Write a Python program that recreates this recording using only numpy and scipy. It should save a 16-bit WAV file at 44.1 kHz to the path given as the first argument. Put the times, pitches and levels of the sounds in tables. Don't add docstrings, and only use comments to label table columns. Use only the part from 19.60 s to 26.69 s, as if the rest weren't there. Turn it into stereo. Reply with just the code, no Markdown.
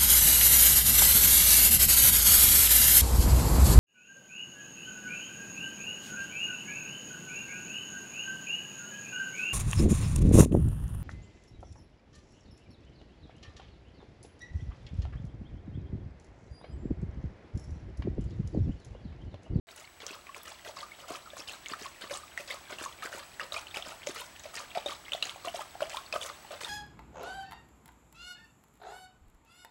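import sys
import numpy as np
from scipy import signal
from scipy.fft import rfft, irfft
from scipy.io import wavfile

SR = 44100
rng = np.random.default_rng(int(sys.argv[2]) if len(sys.argv) > 2 else 0)


def store_pcm(level_fs):
    pcm = np.round(np.clip(level_fs, -1, 1) * 32767).astype(np.int16)
    wavfile.write(sys.argv[1], SR, np.atleast_2d(pcm).T)


N = 312669

# the tongue slaps in, then the jaw snaps shut on the water it lifts.
# tongue_s, splash_db, bright_db, gulp_db, jaw_s, splash_db, bright_db, gulp_db
LAPS = [(.083, -49, 0, -55, .159, -53, 0, -60), (.401, -43, -1, -45, .478, -47, -2, -42),
        (.744, -45, 0, -50, .85, -48, 1, -55), (1.046, -41, -1, -48, 1.162, -48, 0, -55),
        (1.381, -48, 0, -52, 1.479, -42.5, 0, -31), (1.765, -43.5, 2, -38, 1.872, -47, 0, -55),
        (2.086, -43, 0, -40, 2.187, -45, 1, -37), (2.409, -42, 0, -44, 2.494, -42.5, 1, -38),
        (2.77, -45, 2, -43, 2.874, -43, 0, -54), (3.094, -38.5, -1, -36, 3.185, -42, 0, -35),
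        (3.423, -38, 0, -41, 3.519, -41.5, -1, -37), (3.796, -42, -1, -43, 3.92, -41, -1, -54),
        (4.14, -36.5, 0, -38, 4.245, -44, -1, -42), (4.463, -41, 2, -35, 4.545, -44.5, 1, -55),
        (4.833, -49, 1, -58, 4.935, -41, 1, -50), (5.147, -39, -2, -55, 5.258, -43, 0, -42),
        (5.519, -42.5, 1, -53, 5.625, -43, -1, -46), (5.845, -39, 0, -38, 5.94, -43.5, -1, -55),
        (6.204, -39, -1, -47, 6.294, -43, -1, -54), (6.523, -36.5, 0, -46, 6.608, -41, 0, -54),
        (6.906, -42.5, -1, -55, 7.005, -41.5, 1, -55)]
# attack_s, hold_s, decay_s, slosh_db, splatter_db, spray_db
TONGUE_SHAPE = (0.002, 0.033, 0.028, -3, -2.8, -8.8)
JAW_SHAPE = (0.0015, 0.066, 0.027, -3.4, -1.2, -4.6)
def strokes():
    for lap in LAPS:
        yield *lap[:4], TONGUE_SHAPE
        yield *lap[4:], JAW_SHAPE


# start_s, level_db, pitch_hz, swell_cycles
AIR_POCKETS = [(0.162, -36, 9920, 1.2), (0.242, -47, 2130, 4), (0.275, -42, 2210, 1.3),
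               (0.466, -20, 5800, .7), (0.507, -35, 2610, 2.7), (0.669, -36, 2180, .8),
               (0.691, -42, 1105, 3.6), (0.746, -31, 2370, 1), (0.763, -37, 1060, 1.4),
               (0.833, -32, 12000, 1), (0.917, -43, 850, 2), (0.994, -42, 1850, 1), (1.049, -35, 3000, 1),
               (1.091, -42, 604, 3.3), (1.169, -34, 1150, 1.5), (1.229, -33, 1180, 3.5),
               (1.317, -41, 2170, 5), (1.504, -36, 1130, 2), (1.505, -35, 460, 1), (1.549, -32, 1210, 1.5),
               (1.673, -40, 1230, 2.6), (1.733, -40, 600, 1), (1.803, -34, 5300, 2.6),
               (1.886, -32, 3050, 3), (1.894, -34, 2660, 3.4), (2.06, -26, 2950, .7), (2.065, -34, 2200, 2),
               (2.085, -29, 6670, 1.4), (2.122, -34, 4620, 3.7), (2.135, -28, 1250, 3),
               (2.135, -31, 1750, 1.6), (2.257, -34, 1070, 2.6), (2.509, -34, 540, 1.4),
               (2.529, -35, 1030, 1.3), (2.573, -29, 8200, 2.5), (2.776, -23, 1940, 1.4),
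               (2.796, -40, 580, 3.7), (2.906, -28, 2100, 2.8), (2.911, -29, 3600, 2),
               (3.185, -33, 2840, 4), (3.251, -31, 6530, 3), (3.26, -30.5, 1090, 2),
               (3.423, -31, 1770, 1.4), (3.428, -33, 1290, 5), (3.459, -30, 1820, 1.3),
               (3.528, -32, 1600, 1.3), (3.797, -24, 1790, 1.3), (3.804, -33, 2740, 4),
               (3.811, -33, 1230, 3), (3.922, -26, 3830, 2.3), (3.942, -31, 1190, 1.3),
               (3.942, -25, 4200, .6), (3.963, -28, 2450, 7), (4.069, -35, 2900, 2), (4.111, -39, 3550, 3),
               (4.144, -28.5, 2360, 1.6), (4.16, -31, 2950, 3), (4.171, -28, 2660, 1.6),
               (4.224, -28, 3280, 1.7), (4.47, -30, 575, 2.1), (4.471, -24, 6500, 1.4),
               (4.471, -27, 2170, .7), (4.617, -39, 960, 2.5), (4.763, -39, 2800, 1.5),
               (4.796, -35, 6800, 1.5), (4.837, -37, 6000, 1.5), (4.855, -35, 650, 2),
               (4.971, -33, 2270, 1.1), (5.003, -33, 1300, 1), (5.106, -37, 3300, 1.3),
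               (5.151, -29, 2400, 1), (5.153, -35, 680, 3.5), (5.173, -22, 700, 1), (5.181, -35, 3700, 5),
               (5.26, -25.5, 582, 1.3), (5.261, -28, 3600, 6), (5.295, -33.5, 1210, 1.8),
               (5.308, -32, 3300, 2.5), (5.32, -32, 1153, 2.4), (5.482, -35, 2100, 1.3),
               (5.52, -22.5, 2920, 2.1), (5.534, -18.5, 3400, 1.8), (5.548, -30.5, 687, 1.7),
               (5.625, -20.5, 2830, 3.4), (5.626, -19, 3900, 2), (5.654, -28, 6700, 1.9),
               (5.695, -25, 3400, 1.2), (5.76, -37, 770, 1), (5.872, -31, 655, 2.8),
               (5.883, -28, 2940, 2.6), (5.944, -30, 680, 1.6), (5.993, -31, 820, 1.6),
               (6.015, -34, 1230, 2.5), (6.153, -34, 746, 1.3), (6.206, -26, 1350, .7),
               (6.22, -22, 632, 2.1), (6.228, -28, 2900, 2.1), (6.297, -32, 7000, 1.5),
               (6.344, -30.5, 910, 1.9), (6.37, -28, 1090, 3), (6.37, -25, 3540, 1.8),
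               (6.526, -27, 2510, 3.5), (6.526, -26, 4900, 2), (6.559, -28, 596, 1),
               (6.561, -26, 1177, 1.8), (6.614, -29, 3360, 2.7), (6.624, -30, 3050, 2.6),
               (6.699, -28, 1210, .8), (6.848, -41, 830, 1.6), (6.928, -37, 693, 2.7),
               (7.046, -29, 3600, 4)]
def plops(rise=0.018, tick_db=-18, tick_s=0.0028, daughter_db=-17, daughter_wait_s=0.012):
    pockets, ticks = np.zeros(N), np.zeros(N)
    tick_fade = np.exp(-np.arange(SR // 20) / (SR * tick_s))
    for start_s, level_db, hz, cycles in AIR_POCKETS:
        phase, wait, size = rng.random(3)
        add(pockets, start_s, from_db(level_db) * bubble(hz, cycles / hz, rise, phase))
        daughter = bubble(hz * 2 ** (0.4 * size), cycles / hz, rise, wait)
        add(pockets, start_s + daughter_wait_s * (.5 + wait), from_db(level_db + daughter_db) * daughter)
        add(ticks, start_s, from_db(level_db + tick_db) * tick_fade)
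    return pockets + ticks * noise(WATER_COLOUR)


# low_hz, high_hz, bubbles_per_s, swell_cycles
SWARMS = [(333, 1520, 900, 1.82), (1512, 5180, 1400, 2.13), (5100, 13400, 1100, 1.11)]
def splashes(gain_db=-5, settle_db=-13, settle_s=0.18):
    out, t = np.zeros(N), np.arange(SR) / SR
    settling = from_db(settle_db) * np.exp(-t / settle_s)
    for band, (low_hz, high_hz, per_s, cycles) in enumerate(SWARMS):
        stir = np.zeros(N)
        for start_s, splash_db, bright_db, _, shape in strokes():
            attack_s, hold_s, decay_s, *bands_db = shape
            attack = 1 - np.exp(-t / attack_s)
            fall = np.exp(-np.maximum(t - hold_s, 0) / decay_s)
            level_db = splash_db + bands_db[band] + (band - 0.5) * bright_db + gain_db
            add(stir, start_s, from_db(level_db) * attack * np.maximum(fall, settling))
        out += stir * clumps() * swarm(low_hz, high_hz, per_s, cycles, spread_db=2.6)
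    return out


def clumps(spread_db=6.5, step_s=.005):
    steps = np.arange(N) / (step_s * SR)
    jumps = np.interp(steps, np.arange(N), rng.uniform(-1.4, 1, N))
    return unit_power(from_db(spread_db * jumps))


# frequency_hz, level_db
WATER_COLOUR = [(250, -8), (420, -12), (570, 5), (800, -3.5), (1220, 1), (1700, -2), (2900, -1.5),
                (4500, -5.5), (7000, -5), (10000, -13.5), (15000, -21.5)]
def swarm(low_hz, high_hz, per_s, cycles, spread_db, pitches=20):
    strengths = from_db(spread_db * np.minimum(rng.exponential(1, N), 4)) * rng.choice([-1, 1], N)
    born = rng.random(N) < per_s / SR
    pitch_index = rng.integers(0, pitches, N)
    out = np.zeros(N)
    for k in range(pitches):
        hz = low_hz * (high_hz / low_hz) ** ((k + .5) / pitches)
        grain = bubble(hz, cycles / hz, rise=0.039, phase=0)
        grain *= from_db(level_at(WATER_COLOUR, hz)) * np.sqrt(hz / np.sum(grain ** 2))
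        for i in np.flatnonzero(born & (pitch_index == k)):
            add(out, i / SR, strengths[i] * grain)
    return unit_power(out)


def bubble(hz, swell_s, rise, phase):
    age = np.arange(int(10 * swell_s * SR) + 2) / (swell_s * SR)
    pitch_hz = hz * (1 + rise * (np.minimum(age, 5) - 1.5))
    return age * np.exp(1 - age) * np.sin(2 * np.pi * (np.cumsum(pitch_hz) / SR + phase))


def gulps(cavity_hz=315, muzzle_hz=470, delay_s=0.029, thud_db=-2.5, rebound_db=-11.5, muzzle_db=-4.5):
    out = np.zeros(N)
    for stroke_s, splash_db, _, gulp_db, _ in strokes():
        size, wait, phase = rng.random(3)
        start_s = stroke_s + delay_s
        detune = 2 ** ((size - .5) / 2)
        thud = bubble(cavity_hz * detune, swell_s=0.0012, rise=0.092, phase=phase)
        rebound = bubble(1.15 * cavity_hz * detune, swell_s=0.0012, rise=0.12, phase=wait)
        hollow = bubble(muzzle_hz * detune, swell_s=0.0025, rise=0.03, phase=wait)
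        add(out, start_s, from_db(gulp_db + thud_db) * thud)
        add(out, start_s + 0.00603 + 0.00826 * wait, from_db(gulp_db + rebound_db) * rebound)
        add(out, start_s, from_db(splash_db + muzzle_db) * hollow)
    return out


def gurgles(count=5, delay_s=0.05, step_s=0.014, base_hz=1000, octaves_per_s=5, fade_db_per_s=130):
    out = np.zeros(N)
    for *_, jaw_s, splash_db, _, _ in LAPS:
        for k, (wait, size, phase) in enumerate(rng.random((count, 3))):
            age_s = (k + wait) * step_s
            hz = base_hz * 2 ** (octaves_per_s * age_s + 0.7 * (size - .5))
            gain = from_db(splash_db - fade_db_per_s * age_s)
            add(out, jaw_s + delay_s + age_s, gain * bubble(hz, 2.4 / hz, rise=0.04, phase=phase))
    return out


def drips(gain_db=-62, dribble_db=4.5, lead_s=0.04, width_s=0.035):
    t = np.arange(N) / SR
    mouth_open = sum(np.exp(-((t - tongue_s + lead_s) / width_s) ** 2) for tongue_s, *_ in LAPS)
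    dribble = from_db(dribble_db) * mouth_open * swarm(1500, 4400, per_s=160, cycles=1.8, spread_db=4)
    strays = swarm(640, 4530, per_s=110, cycles=2.66, spread_db=4.5)
    return from_db(gain_db) * (strays + dribble)


# pitch_hz, width_hz, gain_db
CORNER_MODES = [(571.7, 15, -2), (1217, 8, -2), (365, 6.8, -4.5)]
def corner(water):
    return sum(from_db(db) * resonance(water, hz, width_hz) for hz, width_hz, db in CORNER_MODES)


def wall_echoes(water, gain_db=-2, t60_s=0.36, early_db=17, early_s=0.0032, block=4096):
    t = np.arange(SR // 3) / SR
    decay = (from_db(-60 * t / t60_s) + from_db(early_db) * np.exp(-t / early_s)) * (t > .0012)
    window = np.sin(np.pi * np.arange(block) / block)
    padded = np.pad(water, (0, block))
    out = np.zeros((2, N))
    for channel in out:
        for i in range(0, N, block // 2):
            echoes = rng.standard_normal(len(t)) * decay
            echoes /= np.linalg.norm(echoes)
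            add(channel, i / SR, signal.fftconvolve(window * padded[i:i + block], echoes))
    return from_db(gain_db) * out


# frequency_hz, level_db
HUSH_MID = [(20, -17), (75, 0), (120, -6.5), (170, -7.5), (290, -9), (365, -6), (470, -13), (680, -5.5),
            (1200, -9), (2200, -11.5), (3600, -15), (6000, -17), (10000, -23), (15500, -28.5)]
HUSH_SIDE = [(20, 4), (48, 4), (100, 1), (250, 4.5), (480, 1.5), (680, 4.5), (1100, 2.5), (2000, -2),
             (3600, -8), (6000, -12.5), (10000, -18), (15500, -26.5)]
def hush(mid_db=-54.5, side_db=-47):
    return from_db(mid_db) * noise(HUSH_MID) + from_db(side_db) * noise(HUSH_SIDE) * [[1], [-1]]


# level_db, balance_db, right_lead_rad, waver_depth
WHINE_HARMONICS = [(-67, -13, 1, 0.14), (-70, -11, 0.068, 0.5)]
def whine(pitch_hz=7867, waver_hz=11):
    out, t = np.zeros((2, N)), np.arange(N) / SR
    for harmonic, (level_db, balance_db, lead_rad, depth) in enumerate(WHINE_HARMONICS, 1):
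        tone = np.sqrt(2) * np.sin(2 * np.pi * harmonic * pitch_hz * t + np.array([[0], [lead_rad]]))
        waver = 1 + depth * np.sin(2 * np.pi * waver_hz * t)
        out += from_db(level_db) * pan(balance_db) * tone * waver
    return out


def from_db(db):
    return 10 ** (np.asarray(db) / 20)


def unit_power(x):
    return x / np.sqrt(np.mean(x ** 2) + 1e-20)


def level_at(spectrum, hz):
    freqs, levels = np.transpose(spectrum)
    return np.interp(np.log(np.maximum(hz, 1)), np.log(freqs), levels)


def pan(balance_db):
    return from_db(np.array([[.5], [-.5]]) * balance_db)


def add(track, start_s, sound):
    start = max(0, round(start_s * SR))
    part = track[start:start + len(sound)]
    part += sound[:len(part)]


def noise(spectrum):
    hz = np.arange(N // 2 + 1) * SR / N
    white = rfft(rng.standard_normal(N))
    return unit_power(irfft(white * from_db(level_at(spectrum, hz)), N))


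def resonance(x, hz, width_hz):
    radius = np.exp(-np.pi * width_hz / SR)
    feedback = [1, -2 * radius * np.cos(2 * np.pi * hz / SR), radius ** 2]
    return signal.lfilter(np.array([1, 0, -1]) * (1 - radius ** 2) / 2, feedback, x)


def scene():
    rise_db, rise_s = 5.5, 1.05
    fade_up = from_db(-rise_db * np.exp(-np.arange(N) / SR / rise_s))
    water = plops() + gulps() + splashes() + gurgles() + fade_up * drips()
    at_step = (water + corner(water)) * pan(balance_db=-2)
    return at_step + wall_echoes(water) + fade_up * (hush() + whine())


def record(dry):
    start_s, cutoff_hz = 0.07, 16100
    lowpass = signal.ellip(12, .1, 80, cutoff_hz, fs=SR, output="sos")
    return signal.sosfilt(lowpass, dry * (np.arange(N) > start_s * SR))


dry = scene()
out = record(dry)
store_pcm(out)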